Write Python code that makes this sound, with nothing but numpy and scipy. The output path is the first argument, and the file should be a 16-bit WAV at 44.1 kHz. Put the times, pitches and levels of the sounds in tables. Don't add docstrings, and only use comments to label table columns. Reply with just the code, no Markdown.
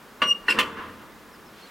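import sys
import numpy as np
from scipy import signal
from scipy.fft import rfft, irfft
from scipy.io import wavfile
from scipy.ndimage import uniform_filter1d, minimum_filter1d

SR = 44100
rng = np.random.default_rng(int(sys.argv[2]) if len(sys.argv) > 2 else 0)


def wrap_up_sound(samples):
    columns = np.atleast_2d(samples).T
    tamed = np.clip(columns, -1, 1)
    steps = np.round(tamed * 32767).astype(np.int16)
    wavfile.write(sys.argv[1], SR, steps)


N = 74970
T = np.arange(N) / SR
FREQS = np.maximum(np.fft.rfftfreq(N, 1 / SR), 1)
BAND_CENTRES_HZ = 62.5 * 2 ** (np.arange(17) / 2)

# (time [s], ring strength [dB], clatter strength [dB], rattle length [s])
CLANKS = [(.2175, 2, -3.5, 0.0071), (.4825, 4, 2, .006), (.5868, 6, 4, 0.0081)]
# (pitch [Hz], fade [s], level in clank 1 [dB], in clank 2 [dB], in clank 3 [dB])
CRANK_TONES = [(509, 0.34, -35, -34.5, -33), (620.2, 0.22, -33, -46, -37), (985, .15, -31, -28, -28),
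               (1038, 0.16, -27, -28, -21), (1146.5, 0.18, -19.5, -32, -39), (1182, 0.29, -30, -45, -25),
               (1455, 0.16, -25, -19, -28.5), (1716.5, 0.093, -25.5, -39, -20.5),
               (1824, 0.0537, -32, -11.5, -19), (1920, 0.072, -40, -18, -25.5), (2090, 0.14, -29, -37, -26),
               (2250, 0.095, -28, -50, -30), (2682, 0.15, -27.5, -25, -20.5), (2790, 0.12, -19.5, -30, -21),
               (3025, 0.2, -35, -35, -26.5), (3518, 0.088, -38, -58, -24), (4203, 0.097, -34.5, -27, -32.5)]
# (frequency [Hz], fade [s], level in clank 1 [dB], in clank 2 [dB], in clank 3 [dB])
SHEET_CLATTER = [(80, 0.36, -82, -77, -78), (123, 0.53, -75, -56, -69), (192.6, 0.53, -37.5, -49, -43.5),
                 (436, 0.52, -42, -32.5, -49), (734, 0.086, -37, -49, -45.5), (1100, 0.14, -28, -28, -26.5),
                 (2200, 0.16, -27.5, -41, -28), (2950, 0.17, -29, -29, -23),
                 (4040, 0.13, -34.5, -39, -31.5), (6100, .12, -46.5, -50, -36.5),
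                 (10700, .11, -49.5, -46.5, -38), (15400, 0.077, -66, -59, -43.5)]
# (time [s], pitch [Hz], level [dB], octave level [dB], level where the higher overtones start [dB])
BINDING_SQUEAL = [(.222, 2845, -26.5, -58, -71), (.243, 2870, -26, -44.5, -56), (.265, 2843, -27, -50, -62),
                  (.274, 2849, -27, -43.5, -47.5), (.292, 2845, -21, -35.5, -47.5),
                  (.307, 2845, -21, -33.5, -50), (.314, 2834, -12.5, -44, -49),
                  (.330, 2846, -24, -46.5, -59), (.339, 2820, -48.5, -66, -71),
                  (.352, 2830, -30.5, -64, -70), (.367, 2850, -41, -76, -74), (.39, 2800, -54, -72, -70)]
HIGH_SKID = [(.485, 2790, -21, -54, -64), (.489, 2794, -11.5, -40, -47), (.502, 2723, -17, -37, -62),
             (.507, 2700, -24, -45, -50), (.512, 2772, -9.5, -46, -57), (.517, 2740, -26, -58, -50),
             (.524, 2770, -15, -46, -57), (.534, 2700, -30, -55, -62)]
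LOW_SKID = [(.495, 2600, -31, -36, -55), (.505, 2537, -20, -25.5, -30.5), (.512, 2560, -29, -29.5, -38.5),
            (.521, 2550, -35, -52, -40), (.535, 2650, -48, -58, -60)]
# (time [s], strength [dB])
BODY_KNOCKS = [(.219, -16), (.487, 0.5), (.549, 7)]
# (pitch [Hz], level [dB], fade [s])
BODY_TONES = [(82, -50, 1.7), (173, -62, 0.64), (212.8, -36.5, 0.28), (221.4, -34, 0.29),
              (299, -42.5, 0.87), (456, -39, 0.88), (508, -47.5, 0.88), (901, -43.5, 1.4)]
# (peak time [s], rise [s], fade [s], strength [dB])
SLIDES = [(0.218, 0.019, 0.041, -44), (.46, 0.02, .15, -65), (0.586, 0.078, 0.53, -29.5),
          (0.785, 0.039, .55, -39.5), (1.025, 0.033, 0.35, -55)]
# (frequency [Hz], relative third-octave level [dB])
SLIDE_COLOUR = [(40, -33), (80, -24.5), (125, -18.5), (200, -13), (450, -9), (750, -14.5), (1100, -2),
                (1700, -3.5), (2300, -13), (2900, -9), (4200, -21), (8000, -36), (15000, -40)]
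GRIT_COLOUR = [(300, -48), (1500, -3.5), (2600, 8.5), (3700, -7), (5000, -0.5), (6300, -14.5),
               (7700, -10.5), (10000, -10.5), (15000, -21)]
# (frequency [Hz], gain [dB], fade [s])
FOREST_ECHO = [(100, -8.5, 3.9), (304, -10.5, 2.36), (1200, -18.5, 1.1), (2770, -22.5, 0.73),
               (8060, -16, 0.41)]
# (time [s], length [s], start pitch [Hz], end pitch [Hz], level [dB])
BIRD_CHIRPS = [(1.315, 0.059, 5700, 4633, -58), (1.45, .055, 5500, 4910, -58),
               (1.61, 0.062, 4300, 4340, -49.5), (1.663, .03, 3950, 4180, -54),
               (1.664, .035, 7600, 7200, -63)]
# (time [s], pitch [Hz], fade [s], level [dB])
BOOT_THUD = (.405, 36, 1.1, -53)
# (frequency [Hz], third-octave level [dB])
HUSH_COLOUR = [(25, -86), (50, -73), (90, -77), (140, -68), (215, -58.5), (320, -60), (480, -59.5),
               (750, -62.5), (1100, -56.5), (1700, -58.5), (2400, -63.5), (4000, -65.5), (8000, -69),
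               (15000, -66)]
# (frequency [Hz], side level minus middle level [dB])
STEREO_WIDTH = [(30, -5), (80, -3), (160, -16.5), (1000, -16.5), (3000, -6.5), (12000, -22.5)]

ATTACK_S = 0.0021
EAR_SPLIT = np.array([[.5], [-.5]])


def clanks():
    out, flutter, bands = np.zeros((2, N)), chatter(), noise_bands()
    for k, (start, ring_db, clatter_db, hold) in enumerate(CLANKS):
        for hz, t60, *levels_db in CRANK_TONES:
            add(out, start, struck_tone(hz, ring_db + levels_db[k], t60))
        first = int(start * SR)
        for hz, band in bands:
            gain = from_db(clatter_db + at_hz(SHEET_CLATTER, hz, k + 2))
            envelope = gain * fade_out(at_hz(SHEET_CLATTER, hz), hold)[:N - first]
            span = slice(first, first + len(envelope))
            add(out, start, envelope * flutter[span] * band[:, span])
    return out


def rebounds(hits_per_s=520, db=-19, t60=0.093, low_cut_hz=3500):
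    out = np.zeros((2, N))
    treble_db = SHEET_CLATTER[-2][2:]
    for k, (start, _, clatter_db, hold) in enumerate(CLANKS):
        envelope = fade_out(t60, hold)
        clicks = (rng.random(N) < hits_per_s / SR) * rng.normal(size=N)
        gain = from_db(db + clatter_db + treble_db[k] - max(treble_db))
        add(out, start, gain * envelope * clicks[:len(envelope)] * pan(0))
    low_cut = signal.butter(2, low_cut_hz, "high", fs=SR, output="sos")
    return signal.sosfilt(low_cut, out + 1e-18)


def squeal(rows, jitter, overtone_drop_db):
    times, *columns = np.transpose(rows)
    out, t = np.zeros((2, N)), T[int(times[0] * SR):int(times[-1] * SR)]
    hz, db, octave_db, upper_db = [np.interp(t, times, column) for column in columns]
    shaky_hz = hz * (1 + jitter * drift(rate_hz=260)[:len(t)])
    phase = 2 * np.pi * np.cumsum(shaky_hz) / SR
    main = from_db(db) * np.sin(phase + 0.18 * EAR_SPLIT)
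    octave = from_db(octave_db) * np.sin(2 * phase)
    upper = sum(from_db(upper_db - overtone_drop_db * k) * np.sin((k + 3) * phase) for k in range(3))
    gate = np.clip(np.minimum(t - times[0], times[-1] - t) / ATTACK_S, 0, 1)
    add(out, times[0], np.sqrt(2) * gate * (main + octave + upper) * pan(db=1))
    return out


def bodywork():
    out = np.zeros((2, N))
    for start, knock_db in BODY_KNOCKS:
        for hz, db, t60 in BODY_TONES:
            add(out, start, struck_tone(hz, knock_db + db, t60))
    return out


def scrapes(ring_width_hz=21):
    grit = swell(peak=.506, rise=0.022, t60=0.23, db=-32) * shaped_noise(GRIT_COLOUR) * chatter()
    rubbing = sum(swell(*slide) for slide in SLIDES) * shaped_noise(SLIDE_COLOUR)
    peaks = sum(1 / (1 + 2j * (FREQS - hz) / ring_width_hz) for hz, *_ in CRANK_TONES[2:])
    boost = from_db(0.25) + from_db(-0.25) * peaks
    return irfft(rfft(rubbing) * boost, N) + grit


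def forest_echo(sound, delay_s=.02):
    echo = np.zeros((2, N))
    for hz, band in noise_bands():
        tail = fade_out(at_hz(FOREST_ECHO, hz, 2))
        share = hz * np.log(2) / 3 / (SR / 2)
        gain = from_db(at_hz(FOREST_ECHO, hz)) * np.sqrt(share / np.sum(tail ** 2))
        add(echo, delay_s, gain * tail * band[:, :len(tail)])
    return signal.fftconvolve(sound.mean(axis=0)[None], echo, axes=1)[:, :N]


def birds():
    out, waver = 0, 1 + 0.006 * drift(rate_hz=141)
    for start, length, start_hz, end_hz, db in BIRD_CHIRPS:
        progress = np.clip((T - start) / length, 0, 1)
        hz = (start_hz + (end_hz - start_hz) * progress) * waver
        envelope = from_db(db) * np.sin(np.pi * progress)
        out = out + envelope * np.sin(2 * np.pi * np.cumsum(hz) / SR)
    return out


def boot():
    out = np.zeros((2, N))
    start, hz, t60, db = BOOT_THUD
    add(out, start, struck_tone(hz, db, t60))
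    return out


def cloth(centre_hz=3060):
    hiss = irfft(noise_spectrum() / (1 + 2 * np.log2(FREQS / centre_hz) ** 2), N)
    return swell(peak=1.59, rise=0.082, t60=1.2, db=-58) * hiss


def hush():
    return shaped_noise(HUSH_COLOUR)


def struck_tone(hz, db, t60):
    envelope = from_db(db) * fade_out(t60)
    phase = 2 * np.pi * (hz * T[:len(envelope)] + rng.random())
    ear_shift = 0.083 * rng.normal() * EAR_SPLIT
    return envelope * np.sin(phase + ear_shift) * pan(-rng.normal())


def fade_out(t60, hold=0):
    age = T[:int((hold + 1.2 * t60) * SR) + 2]
    return np.minimum(age / ATTACK_S, 1) * np.exp(-np.log(1000) * np.maximum(age - hold, 0) / t60)


def swell(peak, rise, t60, db):
    age = T - peak
    return from_db(db) * np.exp(np.where(age < 0, 2 * age / rise, -np.log(1000) * age / t60))


def chatter(depth_db=2.0):
    return from_db(depth_db * drift(rate_hz=83))


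def drift(rate_hz):
    wobble = irfft(rfft(rng.standard_normal(N)) / (1 + (np.fft.rfftfreq(N, 1 / SR) / rate_hz) ** 2), N)
    return wobble / wobble.std()


def noise_spectrum():
    third_octave_hz = np.maximum(FREQS, 20) * np.log(2) / 3
    middle, side = rfft(rng.standard_normal((2, N))) * np.sqrt(SR / 2 / third_octave_hz)
    return middle + from_db(at_hz(STEREO_WIDTH, FREQS)) * side * np.array([[1], [-1]])


def shaped_noise(colour):
    return irfft(noise_spectrum() * from_db(at_hz(colour, FREQS)), N)


def noise_bands():
    spectrum, nearest = noise_spectrum(), np.round(2 * np.log2(FREQS / BAND_CENTRES_HZ[0]))
    return [(hz, irfft(spectrum * (nearest == k), N)) for k, hz in enumerate(BAND_CENTRES_HZ)]


def from_db(db):
    return 10 ** (np.asarray(db) / 20)


def at_hz(rows, hz, column=1):
    rows = np.array(rows)
    return np.interp(np.log(hz), np.log(rows[:, 0]), rows[:, column])


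def pan(db):
    return from_db(db * EAR_SPLIT)


def add(out, start, sound):
    first = int(start * SR)
    out[:, first:first + sound.shape[1]] += sound[:, :N - first]


def scene():
    squeals = (squeal(BINDING_SQUEAL, jitter=0.0016, overtone_drop_db=9)
               + squeal(HIGH_SKID, jitter=0.0084, overtone_drop_db=8.5)
               + squeal(LOW_SKID, jitter=.035, overtone_drop_db=8.5))
    metal = clanks() + rebounds() + bodywork() + scrapes()
    echo = forest_echo(metal + from_db(-7) * squeals)
    return metal + squeals + echo + birds() + cloth() + hush() + boot()


def record(dry):
    limit_db, recovery_db_per_s, window_s, cutoff_hz = -6.5, 19.5, 0.0014, 16000
    window = int(window_s * SR) + 1
    level_db = 20 * np.log10(abs(dry).max(axis=0) + 1e-9)
    excess_db = -minimum_filter1d(np.minimum(limit_db - level_db, 0), window)
    recovery_db = recovery_db_per_s * T
    cut_db = np.maximum.accumulate(excess_db + recovery_db) - recovery_db
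    limited = dry * from_db(-uniform_filter1d(cut_db, window))
    return signal.sosfilt(signal.ellip(10, .2, 70, cutoff_hz, fs=SR, output="sos"), limited)


dry = scene()
out = record(dry)
wrap_up_sound(out)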